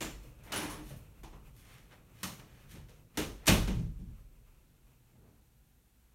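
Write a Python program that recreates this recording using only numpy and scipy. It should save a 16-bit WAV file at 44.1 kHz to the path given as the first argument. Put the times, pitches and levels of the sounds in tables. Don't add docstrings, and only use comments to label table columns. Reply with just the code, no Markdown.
import sys
import numpy as np
from scipy import signal
from scipy.fft import rfft, irfft
from scipy.io import wavfile

SR = 44100
rng = np.random.default_rng(int(sys.argv[2]) if len(sys.argv) > 2 else 0)


def wav_out(sig):
    wavfile.write(sys.argv[1], SR, np.round(np.clip(np.atleast_2d(sig).T, -1, 1) * 32767).astype(np.int16))


N = 270855

# start in seconds, contact time in seconds, clack level in dB,
# brightness in dB per octave, weight in dB, board pitch in Hz, struck spot's pitch in Hz, its level in dB.
FOOTFALLS = [ (0.006, 0.019, -47.5, 0, -42, 315.7, 2480, -48),
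             (0.232, 0.0067, -77, 2.5, -63.5, 303, 500, -61), (0.385, .008, -83, 0, -61.5, 148, 1300, -85),
             (0.434, 0.018, -82, 7, -69, 143, 1300, -80), (0.519, 0.02, -45, -0.24, -51, 287, 1400, -40.5),
             (0.560, 0.0066, -47.5, 0, -44.5, 306, 2730, -50),
             (0.625, 0.011, -58, 1.5, -43.5, 301, 880, -45), (0.695, .020, -59, 2.5, -61, 113, 1110, -51),
             (0.785, .012, -69, -3, -50.5, 304.7, 785, -63),
             (0.904, 0.0027, -68.5, -3.5, -51, 134.3, 583, -56.5),
             (0.963, 0.0034, -95.5, 11, -55.5, 111.6, 586, -72),
             (1.232, 0.0033, -65, 0, -55.5, 323.5, 865, -55),
             (1.328, 0.0029, -72, -6, -59, 142.6, 980, -61),
             (2.231, 0.0012, -48.5, 2, -45.5, 184.7, 1140, -48),
             (2.391, .004, -66, -2.5, -60, 139.5, 575, -72), (2.750, 0.012, -66.5, -1, -56, 148, 344, -58),
             (2.884, .022, -72, 0.5, -63.5, 147, 490, -61.5),
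             (3.173, 0.0023, -43.5, 0.24, -37, 306.7, 444.6, -36.5),
             (3.457, 0.0097, -56, 1, -65, 175, 2450, -54), (3.468, 0.0029, -44.5, 3.5, -44, 185, 2420, -50),
             (3.674, 0.0087, -52.5, -1.5, -35.5, 194.5, 400, -44)]
# start in seconds, length in seconds, level in dB,
# brightness in dB per octave, weight in dB.
SCUFFS = [ (0.458, 0.12, -55, -4, -60), (0.571, .097, -47, -.7, -50), (0.701, 0.073, -57.5, -3.5, -60),
          (0.842, 0.088, -66.5, 5.5, -54), (1.556, 0.067, -74.5, 6, -57.5), (1.619, 0.18, -62, 1.5, -69),
          (1.714, .025, -77.5, 1.5, -63), (1.91, .035, -64.5, -2, -76), (2.161, 0.092, -66.5, 2.5, -58),
          (2.473, .17, -67, 0.5, -62), (2.696, .049, -65, 4, -48), (3.145, .028, -69, -0.5, -52),
          (3.402, .08, -65, -3, -56), (5.112, 0.067, -85.5, -8, -58.5), (5.201, .12, -81.5, -10, -66)]
# frequency in Hz, level in dB.
CLACK_COLOUR = [(60, -20), (140, -13), (400, -5.5), (900, -1.5), (1800, 0), (6500, 1), (13000, 1.5),
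                (16000, -4)]
RUB_COLOUR = [(60, -37), (140, -18), (400, -7), (900, -3.5), (2000, 1.5), (6500, -7), (13000, -2),
              (16000, -16)]
# start in seconds, board pitch in Hz.
REBOUNDS = [(3.745, 120.7), (3.789, 163), (3.988, 177.1), (4.065, 124.1)]
# frequency in Hz, level in dB.
LANDING_COLOUR = [(41, -30), (70, -11.5), (135, -3), (174, 1), (233, -9.5), (307, -10), (506, -16.5),
                  (606, -16.5), (1370, -21), (1730, -21.5), (2480, -18), (3330, -20), (5890, -24),
                  (13000, -29), (16000, -41.5)]
# (the time to fade by 60 dB, called t60).
FURNITURE_NOTES = [(2375, -1, 0.32), (2550, -4.5, 0.46), (2830, 2, 0.17), (3670, -7, 0.19),
                   (3960, -11, 0.27), (4950, -20, 0.253), (5728, -16.5, 0.33), (7157, -13.5, 0.25),
                   (7897, -16.5, 0.29), (8500, -22.5, 0.48), (7900, -13, 0.36), (8930, -17.5, 0.68)]
JOIST_NOTES = [(25.72, -12, 1.0), (33.4, -10, 2.1), (44.5, 3.5, 0.52), (50.1, -2.5, 1.6), (64.3, -3.5, 0.5),
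               (114.7, -5, 0.79), (165, -2, 0.75)]
LANDING_HUMS = [(96.5, -33.5, .29), (170.7, -29, 0.24)]
# start in seconds, rise time in seconds, level in dB.
JOIST_LOADS = [(0.021, 0.0062, -41), (0.676, 0.0099, -39), (1.18, 0.01, -40), (2.66, .010, -46.5),
               (3.17, 0.0072, -40), (3.483, 0.0031, -24), (3.606, 0.0059, -36.5)]
# pitch in Hz, width in Hz, strength in dB.
BOARD_PEAKS = [(2075, 98, -20), (2430, 10, 1.5), (2970, 40, 1), (3310, 35, -13.5), (3530, 130, -37.5),
               (4260, 18, -3), (5340, 51, -11.5), (5560, 500, -8.5), (5980, 76, 4.5), (6410, 43, 5.5),
               (6870, 120, -7.5), (8740, 51, 0)]
BOARD_CLUSTERS = [(200, 21, -6.5), (306.7, 30, -6), (550, 120, -9.5), (1120, 770, -10.5), (1940, 300, -10),
                  (2450, 200, -10), (2866, 440, -6.5), (3920, 1100, -12), (6300, 450, -12)]
# pitch in Hz, share from 0 to 1.
WEIGHT_SHARE = [(200, .95), (900, 0.3)]
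# start in seconds, pitch in Hz, width in Hz, level in dB.
CHINKS = [(0.007, 7250, 606, -45.5), (0.520, 2940, 250, -40.5), (0.557, 9940, 280, -35),
          (0.700, 10150, 400, -48), (3.173, 8900, 698.5, -51.5)]
SQUEAK = (0.4, 2580, 205, -69)
# frequency in Hz, ring time in seconds.
ROOM_RING_TIMES = [(60, 0.97), (150, 0.45), (400, 0.44), (1000, 0.43), (2500, 0.4), (6000, 0.43),
                   (10000, 0.38), (15000, 0.42)]
# time in seconds, level in dB.
MOVEMENT = [(0, -59), (2.0, -62), (2.6, -60), (3.0, -64), (4.3, -65.5), (5.5, -72.5), (6.14, -73.5)]
# frequency in Hz, level in dB.
TREMBLE_COLOUR = [(15, -14.5), (45, -0.5), (80, -9), (120, 3.5), (200, -12), (500, -18), (2000, -54)]
CLOTH_COLOUR = [(100, -6.5), (700, -1.5), (1300, 1), (1800, -7.5), (2600, 0), (3600, -13.5), (9000, -10),
                (16000, -8.5)]
HISS_COLOUR = [(13, -41), (22, -11), (55, 3), (83, -12), (169, -19), (242, -12), (263, -21), (636, -33),
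               (750, -27), (1230, -33), (1380, -29), (1860, -32), (5030, -34), (13200, -29), (16000, -32)]
MIC_COLOUR = [(4300, 1.5), (4900, -2), (5600, 0), (9300, -1), (10300, -4.5), (11500, -0.5), (14000, -2),
              (16000, -4.5)]

LANDING_S = 3.469
SIZE = 2 ** 15
T, HZ = np.arange(SIZE) / SR, np.maximum(np.arange(SIZE // 2 + 1) * SR / SIZE, 1)
BAND_HZ = 62.5 * 2 ** (np.arange(17) / 2)


def footsteps(first_click=0.3):
    out = np.zeros(N)
    for start, contact_s, db, brightness, weight_db, board_hz in knocks():
        force = tiny_clicks(np.exp(-T / contact_s), uneven_db=2.5)
        force[0] += first_click * np.sqrt(np.sum(force ** 2))
        crack_db = 8.5 - 3.5 * np.log2(contact_s / .001)
        band_db = contact_levels(CLACK_COLOUR, db, brightness, weight_db, board_hz)
        add(out, start, through_room(force, band_db, crack_db))
    return out


def knocks(bounce_contact_s=0.023, brightness=0.5):
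    rows = [row[:-2] for row in FOOTFALLS]
    for start, board_hz in REBOUNDS:
        age_s = start - REBOUNDS[0][0]
        clack_db, weight_db = -71.5 - 42 * age_s, -37 - 44.5 * age_s
        rows.append((start, bounce_contact_s, clack_db, brightness, weight_db, board_hz))
    return rows


def scuffs(spread=0.42):
    out = np.zeros(N)
    for start, length, db, brightness, weight_db in SCUFFS:
        pressure = np.exp(-.5 * ((T / length - 1) / spread) ** 2)
        force = tiny_clicks(pressure, uneven_db=7.5)
        band_db = contact_levels(RUB_COLOUR, db, brightness, weight_db, board_hz=146)
        add(out, start - length / 2, through_room(force, band_db, crack_db=19))
    return out


def landing(loudest_band_db=-21.5, furniture_db=-35, longest_ring_s=0.44):
    colour_db = at(BAND_HZ, LANDING_COLOUR) + 10 * np.log10(BAND_HZ)
    trim_db = at(BAND_HZ, [(200, -3), (350, 0.0019), (7000, 0.0039), (12000, 2)])
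    band_db = loudest_band_db + colour_db - colour_db.max() + trim_db
    push = swell(length_s=.026)
    slaps = through_room(tiny_clicks(push, uneven_db=4), band_db, crack_db=15)
    furniture = sum(gain(db) * np.sin(2 * np.pi * (hz * T + rng.random()))
                    * fade(T, min(t60, longest_ring_s)) for hz, db, t60 in FURNITURE_NOTES)
    build_up = np.cumsum(push) / push.sum()
    out = np.zeros(N)
    add(out, LANDING_S, slaps + gain(furniture_db) * furniture * build_up)
    return out


def joist_boom(build_cycles=1.9):
    t = np.arange(2 * SR) / SR
    ring = sum(gain(db) * np.sin(2 * np.pi * hz * t) * fade(t, t60) * (1 - np.exp(-t * hz / build_cycles))
               for hz, db, t60 in JOIST_NOTES)
    force = np.zeros(N)
    for start, rise_s, db in JOIST_LOADS:
        push = swell(2 * rise_s)
        add(force, start, gain(db) * push / push.sum())
    return signal.fftconvolve(force, ring)[:N]


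def board_hums(ring_s=0.26, bend_delay_s=.012, build_cycles=4.9, waver=0.0069):
    out = np.zeros(N)
    struck = [(start, hz, weight_db - 2, ring_s) for start, _, _, _, weight_db, hz in knocks()]
    landed = [(LANDING_S + bend_delay_s, *note) for note in LANDING_HUMS]
    for start, hz, db, t60 in struck + landed:
        envelope = (1 - np.exp(-T * hz / build_cycles)) * fade(T, t60)
        pitch_hz = hz * (1 + waver * wander(T, every=512))
        phase = 2 * np.pi * np.cumsum(pitch_hz) / SR
        add(out, start, gain(db) * np.sqrt(2) * envelope / envelope.max() * np.sin(phase))
    return out


def board_rings(spot_width_share=0.4):
    out = np.zeros(N)
    for start, _, clack_db, _, weight_db, _, spot_hz, spot_db in FOOTFALLS:
        boards = board_clusters(clack_db, weight_db)
        add(out, start, boards + cluster(spot_hz, spot_width_share * spot_hz, spot_db))
    add(out, LANDING_S + .006, board_clusters(clack_db=-36, weight_db=-23.5))
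    return out


def board_clusters(clack_db, weight_db):
    return sum(cluster(hz, width, db + clack_db + at(hz, WEIGHT_SHARE) * (weight_db - clack_db))
               for hz, width, db in BOARD_CLUSTERS)


def chinks_and_squeak():
    out = np.zeros(N)
    for start, hz, width, db in CHINKS + [SQUEAK]:
        add(out, start, cluster(hz, width, db))
    return out


def cluster(hz, width, db, room_time_share=0.89):
    notes = irfft(rfft(rng.standard_normal(SIZE)) * peak(hz, width))
    envelope = (1 - np.exp(-T * width)) * fade(T, room_time_share * at(hz, ROOM_RING_TIMES))
    ring = notes * envelope
    return gain(db) * ring * envelope.std() / ring.std()


def contact_levels(colour, db, brightness, weight_db, board_hz):
    surface_db = db + at(BAND_HZ, colour) + brightness * np.log2(BAND_HZ / 1800)
    octaves = np.log2(BAND_HZ / board_hz)
    thud_db = weight_db - 1.5 - np.maximum(15 * octaves, -4.5 * octaves)
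    return 20 * np.log10(np.hypot(gain(surface_db), gain(thud_db)))


def through_room(force, band_db, crack_db, build_cycles=0.74, echo_db=5, span_s=0.026):
    centre = BAND_HZ[:, None]
    bands = np.sqrt(np.clip(1 - 2 * abs(np.log2(HZ / centre)), 0, 1))
    boards = 1 + sum(gain(1 + db / 2) * peak(hz, width) for hz, width, db in BOARD_PEAKS)
    band_noise = irfft(rfft(rng.standard_normal(SIZE)) * boards * bands)
    decay = fade(T, at(centre, ROOM_RING_TIMES)) + gain(crack_db) * fade(T, t60=0.0067)
    decay *= 1 - np.exp(-T * centre / build_cycles)
    energy = abs(irfft(rfft(decay ** 2) * rfft(force ** 2)))
    heard = band_noise * np.sqrt(energy)
    heard[BAND_HZ > 1200] *= gain(echo_db * fade(T, t60=.4) * wander(T, every=16))
    power = np.sum(heard ** 2, axis=1) / (span_s * SR)
    return (gain(band_db) / np.sqrt(2 * power)) @ heard


def background(flutter_db=4.5):
    t = np.arange(N) / SR
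    movement = gain(np.interp(t, *np.transpose(MOVEMENT)))
    fits = gain(flutter_db * wander(t, every=2500))
    rustle = noise(CLOTH_COLOUR, db=-11) * fits
    return noise(HISS_COLOUR, db=-67) + movement * (noise(TREMBLE_COLOUR, db=0) + rustle)


def noise(colour, db):
    hz = np.maximum(np.arange(N // 2 + 1) * SR / N, 1)
    x = irfft(rfft(rng.standard_normal(N)) * gain(at(hz, colour)), N)
    return x * gain(db) / x.std()


def tiny_clicks(envelope, uneven_db):
    return envelope * rng.standard_normal(SIZE) * gain(uneven_db * rng.standard_normal(SIZE))


def swell(length_s):
    return np.sin(np.pi * np.minimum(T / length_s, 1)) ** 2


def wander(t, every):
    return np.interp(t, t[::every], rng.standard_normal(len(t[::every])))


def peak(hz, width):
    return 1 / (1 + (2 * (HZ - hz) / width) ** 2)


def fade(t, t60):
    return np.exp(-np.log(1000) * t / t60)


def gain(db):
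    return 10 ** (np.asarray(db) / 20)


def at(hz, points):
    row_hz, value = np.transpose(points)
    return np.interp(np.log(hz), np.log(row_hz), value)


def add(out, start, x):
    i = int(start * SR)
    out[i:i + len(x)] += x[:len(out) - i]


def scene():
    walking = footsteps() + scuffs() + board_hums() + board_rings() + chinks_and_squeak()
    return (walking + landing() + joist_boom() + background())[None]


def record(dry, top_hz=15900):
    mic_response = np.fft.fftshift(irfft(gain(at(HZ, MIC_COLOUR))))
    heard = signal.fftconvolve(dry, mic_response[None, 1:], mode="same")
    return signal.sosfilt(signal.ellip(10, .2, 70, top_hz, fs=SR, output="sos"), heard)


dry = scene()
out = record(dry)
wav_out(out)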